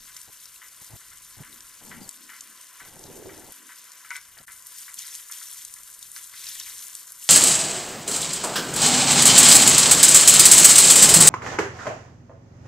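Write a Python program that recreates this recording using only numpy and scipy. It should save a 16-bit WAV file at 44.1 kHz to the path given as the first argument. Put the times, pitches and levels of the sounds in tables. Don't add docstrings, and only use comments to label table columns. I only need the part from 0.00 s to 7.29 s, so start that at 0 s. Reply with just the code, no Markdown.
import sys
import numpy as np
from scipy import signal
from scipy.fft import rfft, irfft, next_fast_len
from scipy.io import wavfile
from scipy.ndimage import uniform_filter1d

SR = 44100
rng = np.random.default_rng(int(sys.argv[2]) if len(sys.argv) > 2 else 0)


def store_pcm(level_fs):
    pcm = np.round(np.clip(level_fs, -1, 1) * 32767).astype(np.int16)
    wavfile.write(sys.argv[1], SR, np.atleast_2d(pcm).T)


N = 321489
TIME = np.arange(N) / SR
NEAR_S = 4.46

# centre_hz, width_hz, level_db
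HOUSING_MODES = [(876, 28, -6), (1006, 62, 1.5), (1142, 39, -5.5), (1367, 53, -0.5), (1537, 39, 3),
                 (1728, 95, -2), (1960, 118, 2), (2067, 21, 6.5), (2243, 96, -1), (2940, 220, 0)]


def gain_of(db):
    return 10 ** (np.asarray(db) / 20)


def evened(x):
    return x / np.sqrt(np.mean(x ** 2) + 1e-20)


def read(points, hz):
    f, value = np.transpose(points)
    return np.interp(np.log(hz + 1), np.log(f + 1), value)


def curve(rows, axis=1):
    columns = np.transpose(rows)
    return gain_of(np.interp(TIME, columns[0], columns[axis]))


def colour(x, points):
    length = x.shape[-1]
    size = next_fast_len(length + 512)
    gain = gain_of(read(points, np.fft.rfftfreq(size, 1 / SR)))
    return evened(irfft(rfft(x, size) * gain, size)[..., :length])


def band(x, hz, octaves):
    edges = np.clip([hz / 2 ** (octaves / 2), hz * 2 ** (octaves / 2)], 5, SR / 2.2)
    return signal.sosfilt(signal.butter(1, edges, "band", fs=SR, output="sos"), x)


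def add(mix, s, sound):
    part = mix[:, max(round(s * SR), 0):][:, :sound.shape[-1]]
    part += sound[..., :part.shape[-1]]


def drift(db, rate_hz, count=24):
    t = np.arange(0, N / SR + .01, .005)
    rates = np.geomspace(rate_hz / 10, rate_hz, count)
    wave = sum(np.sin(2 * np.pi * (hz * t + rng.random())) for hz in rates)
    return gain_of(db * np.interp(TIME, t, evened(wave)))


def patchy_noise(patchy_db, flicker_db):
    z = signal.stft(rng.standard_normal((2, N)), nperseg=256)[2]
    across_hz = uniform_filter1d(rng.standard_normal(z.shape[1:]), size=7, axis=0)
    patches = evened(uniform_filter1d(across_hz, size=5, axis=1))
    flicker = evened(uniform_filter1d(rng.standard_normal(z.shape[-1]), size=5))
    gain = gain_of(patchy_db * patches + flicker_db * flicker)
    return signal.istft(z * gain, nperseg=256)[1][:, :N]


def shower(hiss_db=0.9, drops_db=-3.0, splatter_db=2.24, bubbles_db=-9, far_hiss_db=0.54, far_splatter_db=-3.0):
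    # time_s, hiss_db, splatter_db of the water running off
    far_spray = [(0.0, -51, -53.5), (0.58, -50, -57), (4.0, -51.5, -55), (4.35, -52.5, -60.5)]
    # freq_hz, level_db per Hz
    hiss_spectrum = [(1500, -24.5), (2600, -26), (3500, -10), (4900, -7.5), (6500, 0), (9300, 1.5),
                     (10800, -0.5), (12400, 0.5), (14400, -3.5), (15200, -13.5)]
    # freq_hz, level_db per Hz
    splatter_spectrum = [(1000, -31), (1900, -6), (2600, -11.5), (3400, -7.5), (4800, -8), (6500, -3.5),
                         (10000, -27)]
    near_hiss_db, near_splatter_db = -48, -64

    far, flutter = TIME < NEAR_S, drift(db=0.97, rate_hz=20)
    far_mist = gain_of(far_hiss_db) * curve(far_spray, axis=1)
    far_flow = gain_of(far_splatter_db) * curve(far_spray, axis=2)
    mist = np.hypot(np.where(far, far_mist, gain_of(near_hiss_db)), surges(axis=2))
    flow = np.hypot(np.where(far, far_flow, gain_of(near_splatter_db)), surges(axis=3))

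    fine = evened(patchy_noise(patchy_db=1.9, flicker_db=1.47))
    water = fine + gain_of(drops_db) * droplets(spread_db=4.0)
    hiss = gain_of(hiss_db) * mist * colour(water, hiss_spectrum)
    sheet = evened(patchy_noise(patchy_db=3.5, flicker_db=0.5))
    runoff = sheet + gain_of(bubbles_db) * bubbles(per_s=350, spread_db=1.5, t60=0.0084)
    splatter = gain_of(splatter_db) * flow * colour(runoff, splatter_spectrum)
    return flutter * (hiss + splatter)


def surges(axis):
    # start_s, length_s to the release, hiss_db, splatter_db, rise_s
    surge_rows = [(0.143, 0.048, -50, -63, .02), (2.32, 0.053, -49.5, -54, .06),
                  (4.122, 0.031, -57, -50.5, .03), (4.647, 0.17, -42, -49.5, 0.13),
                  (4.957, 0.24, -42.5, -48, 0.034), (5.3, .37, -43.5, -51, .02),
                  (6.002, 0.042, -43, -53, 0.028), (6.126, .12, -45, -55.5, 0.021),
                  (6.285, .39, -40, -44, 0.17), (6.685, 0.32, -43.5, -53.5, 0.057),
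                  (7.164, .12, -40, -53, 0.067)]
    sag_db_per_s, release_s = 6, 0.052
    power = np.zeros(N)
    for row in surge_rows:
        start, length, rise = row[0], row[1], row[4]
        age = np.maximum(TIME - start, 0)
        release = np.exp(-np.maximum(age - length, 0) / release_s)
        swell = np.minimum(age / rise, 1)
        power += (swell * gain_of(row[axis] - sag_db_per_s * age) * release) ** 2
    return np.sqrt(power)


def droplets(spread_db, count=24):
    drops_per_s = 700
    out = np.zeros((2, N))
    for hz in np.geomspace(3500, 12000, count):
        sizes = gain_of(spread_db * np.minimum(rng.exponential(1, N), 4))
        hits = sizes * (rng.random(N) < drops_per_s / count / SR)
        drop = splat(hz, t60=0.066, crack_s=0.0012, spatter_db=-10.5, octaves=1.34)
        out += signal.oaconvolve(hits[None], drop, axes=1)[:, :N]
    return evened(out)


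def splat(hz, t60, crack_s, spatter_db, octaves, top_hz=12800, tail_db=-12):
    t = np.arange(SR // 12) / SR
    fall = np.exp(-t / crack_s) + gain_of(tail_db - 60 * t / max(t60, .002))
    spatter = gain_of(spatter_db) * fall
    push = signal.unit_impulse(len(t)) + rng.standard_normal((2, len(t))) * spatter
    limits = [hz / 2.7, min(top_hz, SR / 2.2)]
    limiter = signal.butter(3, limits, "band", fs=SR, output="sos")
    sound = signal.sosfilt(limiter, band(push, hz, octaves))
    return sound / abs(sound).max(axis=1, keepdims=True)


def bubbles(per_s, spread_db, t60):
    out = np.zeros((2, N))
    for s, pitch, size, pan in rng.random((round(per_s * N / SR), 4)):
        level = gain_of(-spread_db * np.log(size + 0.015))
        plink = level * bubble(2700 * 2.4 ** pitch, t60)
        add(out, s * N / SR, plink * np.array([[1], [2 * pan - 1]]))
    return evened(out)


def bubble(hz, t60, rise=2):
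    t = np.arange(SR // 25) / SR
    return gain_of(-60 * t / t60) * np.sin(2 * np.pi * hz * t * (1 + rise * t))


def slaps(level_db=1.5):
    # time_s (sounding 1 ms later), level_db before level_db above, centre_hz
    slap_rows = [(0.165, -25.5, 5900), (0.214, -30, 7680), (0.455, -30, 5900), (1.605, -31, 6700),
                 (2.0906, -21.5, 7750), (2.1105, -32, 8230), (2.4068, -27.5, 6900), (2.6115, -33, 8300),
                 (2.9926, -30.5, 8290), (3.038, -29.5, 6200), (3.5217, -28.5, 10500), (3.9175, -31, 7260),
                 (4.1046, -27.5, 6470), (4.157, -31, 3490), (4.1638, -25, 7740), (4.3859, -35, 4720),
                 (4.6673, -30, 11000), (4.9406, -26, 9160), (4.9866, -25.5, 6100), (4.99, -22.5, 7190),
                 (5.1504, -24, 7000), (5.3127, -26, 10500), (5.321, -24.5, 6500), (5.5273, -29, 9400),
                 (5.6488, -23, 7740), (5.7387, -22, 9400), (5.9463, -35, 9400), (5.9906, -29.5, 10400),
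                 (6.0267, -26, 7360), (6.1155, -27, 8970), (6.1619, -25.5, 6100), (6.4667, -27.5, 4980),
                 (6.4877, -24, 5000), (6.5985, -21, 5860), (6.9508, -22, 8500), (7.1195, -27.5, 10000)]
    out = np.zeros((2, N))
    for s, db, hz in slap_rows:
        sound = splat(hz, t60=0.042, crack_s=0.0016, spatter_db=-11.0, octaves=0.43)
        add(out, s + 0.001, gain_of(db + level_db) * sound)
    return out


def drips(level_db=0, t60=0.023):
    # start_s, level_db, starting pitch_hz
    drip_rows = [(0.561, -45, 2720), (1.5279, -39.5, 3820), (4.9783, -40, 3500), (5.1265, -39, 3400),
                 (5.891, -44, 1530), (6.0267, -41, 3690), (6.339, -39, 2000), (6.4683, -34, 3900),
                 (6.498, -38, 3530), (6.5998, -39, 4750), (6.6128, -31.5, 3670), (7.226, -40, 2820)]
    out = np.zeros((2, N))
    for s, db, hz in drip_rows:
        add(out, s, gain_of(db + level_db) * bubble(hz, t60))
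    return out


def knocks(soft_db=-1.0, hard_db=-1):
    # start_s, level_db
    knock_rows = [(0.0833, -42), (0.1635, -42), (0.617, -34.5), (1.0124, -42), (1.116, -42.5),
                  (1.4348, -37), (1.9135, -31.5), (2.292, -34), (2.333, -34.5), (2.799, -36.5),
                  (2.8422, -40), (3.2914, -35.5), (3.691, -36), (4.0467, -36.5), (4.3708, -39),
                  (4.481, -33.5), (4.8797, -33.5), (5.0383, -41), (5.2977, -37), (5.414, -38),
                  (5.7633, -41), (6.163, -33), (6.338, -40), (6.6638, -37.5)]
    # start_s, level_db
    clunk_rows = [(4.1046, -23), (4.111, -26), (4.1536, -27)]
    # centre_hz, width_hz, level_db
    clunk_modes = [(960, 21, -2.5), (1070, 46, -21), (1500, 30, -0.5), (1627, 12, -0.5), (2050, 42, 2),
                   (2210, 58, 1), (2480, 25, -19)]
    soft = bumps(knock_rows, HOUSING_MODES, t60=0.25, clatter_db=-6, grit_db=2.0, tick=0.67)
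    hard = bumps(clunk_rows, clunk_modes, t60=.15, clatter_db=-5.5, grit_db=1.5, tick=0.34)
    return gain_of(soft_db) * soft + gain_of(hard_db) * hard


def bumps(rows, modes, t60, clatter_db, grit_db, tick):
    # freq_hz, level_db per Hz
    clatter_spectrum = [(600, -47), (850, -14), (980, -7.5), (1250, 0.5), (1500, 1.5), (2200, -2),
                        (2550, -7), (3200, -11.5), (5000, -18), (9000, -52)]
    out, t = np.zeros((2, N)), np.arange(SR // 4) / SR
    fall = gain_of(-60 * t / t60) + tick * np.exp(-t / 0.0017)
    for s, db in rows:
        grit = gain_of(grit_db * evened(uniform_filter1d(rng.standard_normal(len(t)), size=130)))
        clatter = colour(rng.standard_normal((2, len(t))) * grit * fall, clatter_spectrum)
        sound = ring(clatter, modes) + gain_of(clatter_db) * clatter
        add(out, s, gain_of(db) * sound / abs(sound).max(axis=1, keepdims=True))
    return out


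def ring(x, modes):
    return evened(sum(gain_of(db) * signal.lfilter(*signal.iirpeak(hz, hz / width, SR), x)
                      for hz, width, db in modes))


def wind(lumps_db=4.0, roar_octaves=0.89):
    # start_s, end_s, buffet_db, roar_db at the middle, roar centre_hz,
    # left_minus_right_db (on top of the lean of the ports)
    burst_rows = [(0.273, 0.306, -54.5, -79, 300, 1), (0.812, 0.835, -56.5, -58, 80, 1),
                  (0.894, 0.972, -54.5, -45, 91, 2.5), (1.365, 1.435, -52.5, -43, 122, 0.5),
                  (1.806, 2.092, -53.5, -49, 205, 2), (2.808, 2.959, -55.5, -61, 400, -1),
                  (2.941, 3.526, -52, -46, 359, -2), (4.363, 4.394, -65, -57, 700, -2),
                  (4.395, 4.423, -55.5, -57, 660, 0)]
    # freq_hz, level_db per Hz
    buffet_spectrum = [(20, -3), (50, -12), (90, 0.5), (200, -2.5), (330, -6), (600, -7.5), (900, -5.5),
                       (1000, -12), (1400, -60)]
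    out = np.zeros((2, N))
    for start, end, buffet_db, roar_db, hz, left_db in burst_rows:
        u = np.linspace(0, 1, max(round((end - start) * SR), 256))
        air, eddies = rng.standard_normal((2, 2, SR))
        wander = evened(uniform_filter1d(rng.standard_normal(SR), size=800))
        lumps = gain_of(lumps_db * wander[:len(u)])
        hollow = band(band(eddies, hz, roar_octaves), hz, roar_octaves)[:, -len(u):]
        roar = evened(hollow * lumps) * np.sin(np.pi * u)
        buffet = colour(air[:, :len(u)] * np.sqrt(lumps), buffet_spectrum)
        burst = ports(gain_of(buffet_db) * buffet + gain_of(roar_db) * roar)
        edges = signal.windows.tukey(len(u), min(0.016 * SR / len(u), 1))
        add(out, start, burst * edges * gain_of([[left_db / 2], [-left_db / 2]]))
    return out


def bird():
    # start_s, length_s, level_db
    chirp_rows = [(0.852, .042, -57), (2.01, 0.052, -50.5)]
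    # share of its length, pitch_hz
    chirp_glide = [(0, 3800), (.2, 4850), (.35, 4850), (.65, 4650), (1, 4050)]
    out = np.zeros((2, N))
    for s, length, db in chirp_rows:
        u = np.linspace(0, 1, round(length * SR))
        turns = np.cumsum(np.interp(u, *np.transpose(chirp_glide))) / SR
        add(out, s, gain_of(db) * np.sin(2 * np.pi * turns) * signal.windows.tukey(len(u), .14))
    return out


def shore(ring_db=-4):
    # freq_hz, level_db per Hz
    wash_spectrum = [(20, -37), (70, -32), (150, -10.5), (400, -11), (700, -9.5), (885, -18), (1000, -1),
                     (1250, -2.5), (1600, -2), (2200, -8.5), (2600, -5.5), (5000, -19.5)]
    early_db, late_db = -57.5, -58.5
    wash = colour(patchy_noise(patchy_db=1.75, flicker_db=-0.4), wash_spectrum)
    level = gain_of(np.where(TIME < NEAR_S, early_db, late_db)) * drift(db=1.0, rate_hz=2.002)
    return level * evened(wash + gain_of(ring_db) * ring(wash, HOUSING_MODES))


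def faint_swells(centre_hz=265, rumble_db=2):
    # middle_s, level_db
    swell_rows = [(1.52, -59.5), (2.23, -60.5), (2.5, -65.5), (3.63, -61.5)]
    # time_s, level_db
    rumble_rows = [(0, -67.5), (.5, -79), (1.3, -69), (2.6, -84), (3.9, -86), (4.3, -69.5), (4.8, -80),
                   (5.7, -74.5), (7.29, -74.5)]
    half_width_s = 0.057
    swells = sum(gain_of(db) / (1 + ((TIME - s) / half_width_s) ** 2) for s, db in swell_rows)
    noise = band(band(rng.standard_normal((2, N)), centre_hz, 0.75), centre_hz, 0.75)
    swelling = swells * evened(noise)
    level = curve(rumble_rows) * drift(db=2.5, rate_hz=6)
    rumble = level * evened(band(band(rng.standard_normal((2, N)), 44, 3.7), 44, 3.7))
    return swelling + gain_of(rumble_db) * rumble


def ports(x):
    # freq_hz, coherence (no unit)
    likeness = [(40, 0.96), (150, 0.6), (550, 0.72), (1000, 0.93), (3000, 1), (5200, 0.87), (8000, 0.84),
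                (11700, 0.87)]
    # freq_hz, left_minus_right_db
    left_over_right = [(100, 2), (300, 0), (1100, 2), (1900, 3.5), (3000, 2), (5500, 1), (8700, 2.5),
                       (9700, 6.5), (10800, -4.5), (11700, 3.5), (15000, 2)]
    # freq_hz, lead_rad
    left_phase = [(4500, 0.051), (5900, 1.2), (7600, 0.98), (10000, 0.53), (11150, 0.88), (11550, 0.068)]
    size = next_fast_len(x.shape[-1])
    hz, (shared, own) = np.fft.rfftfreq(size, 1 / SR), rfft(x, size)
    same = np.clip(read(likeness, hz), -1, 1)
    mid, side = shared * np.sqrt((1 + same) / 2), own * np.sqrt((1 - same) / 2)
    lean = gain_of(read(left_over_right, hz) / 2) * np.exp(.5j * read(left_phase, hz))
    return irfft(np.array([(mid + side) * lean, (mid - side) / lean]), size)[:, :x.shape[-1]]


def scene():
    around = shower() + slaps() + drips() + knocks() + shore() + faint_swells() + bird()
    return ports(around) + wind()


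def record(dry):
    dip_s, dip_db, half_width_s, edge_hz = 4.461, -35, 0.0045, 15250
    dip = gain_of(dip_db / (1 + ((TIME - dip_s) / half_width_s) ** 2))
    lowpass = signal.firwin(401, edge_hz, window=("kaiser", 9), fs=SR)
    return signal.oaconvolve(dry * dip, lowpass[None], "same")


dry = scene()
out = record(dry)
store_pcm(out)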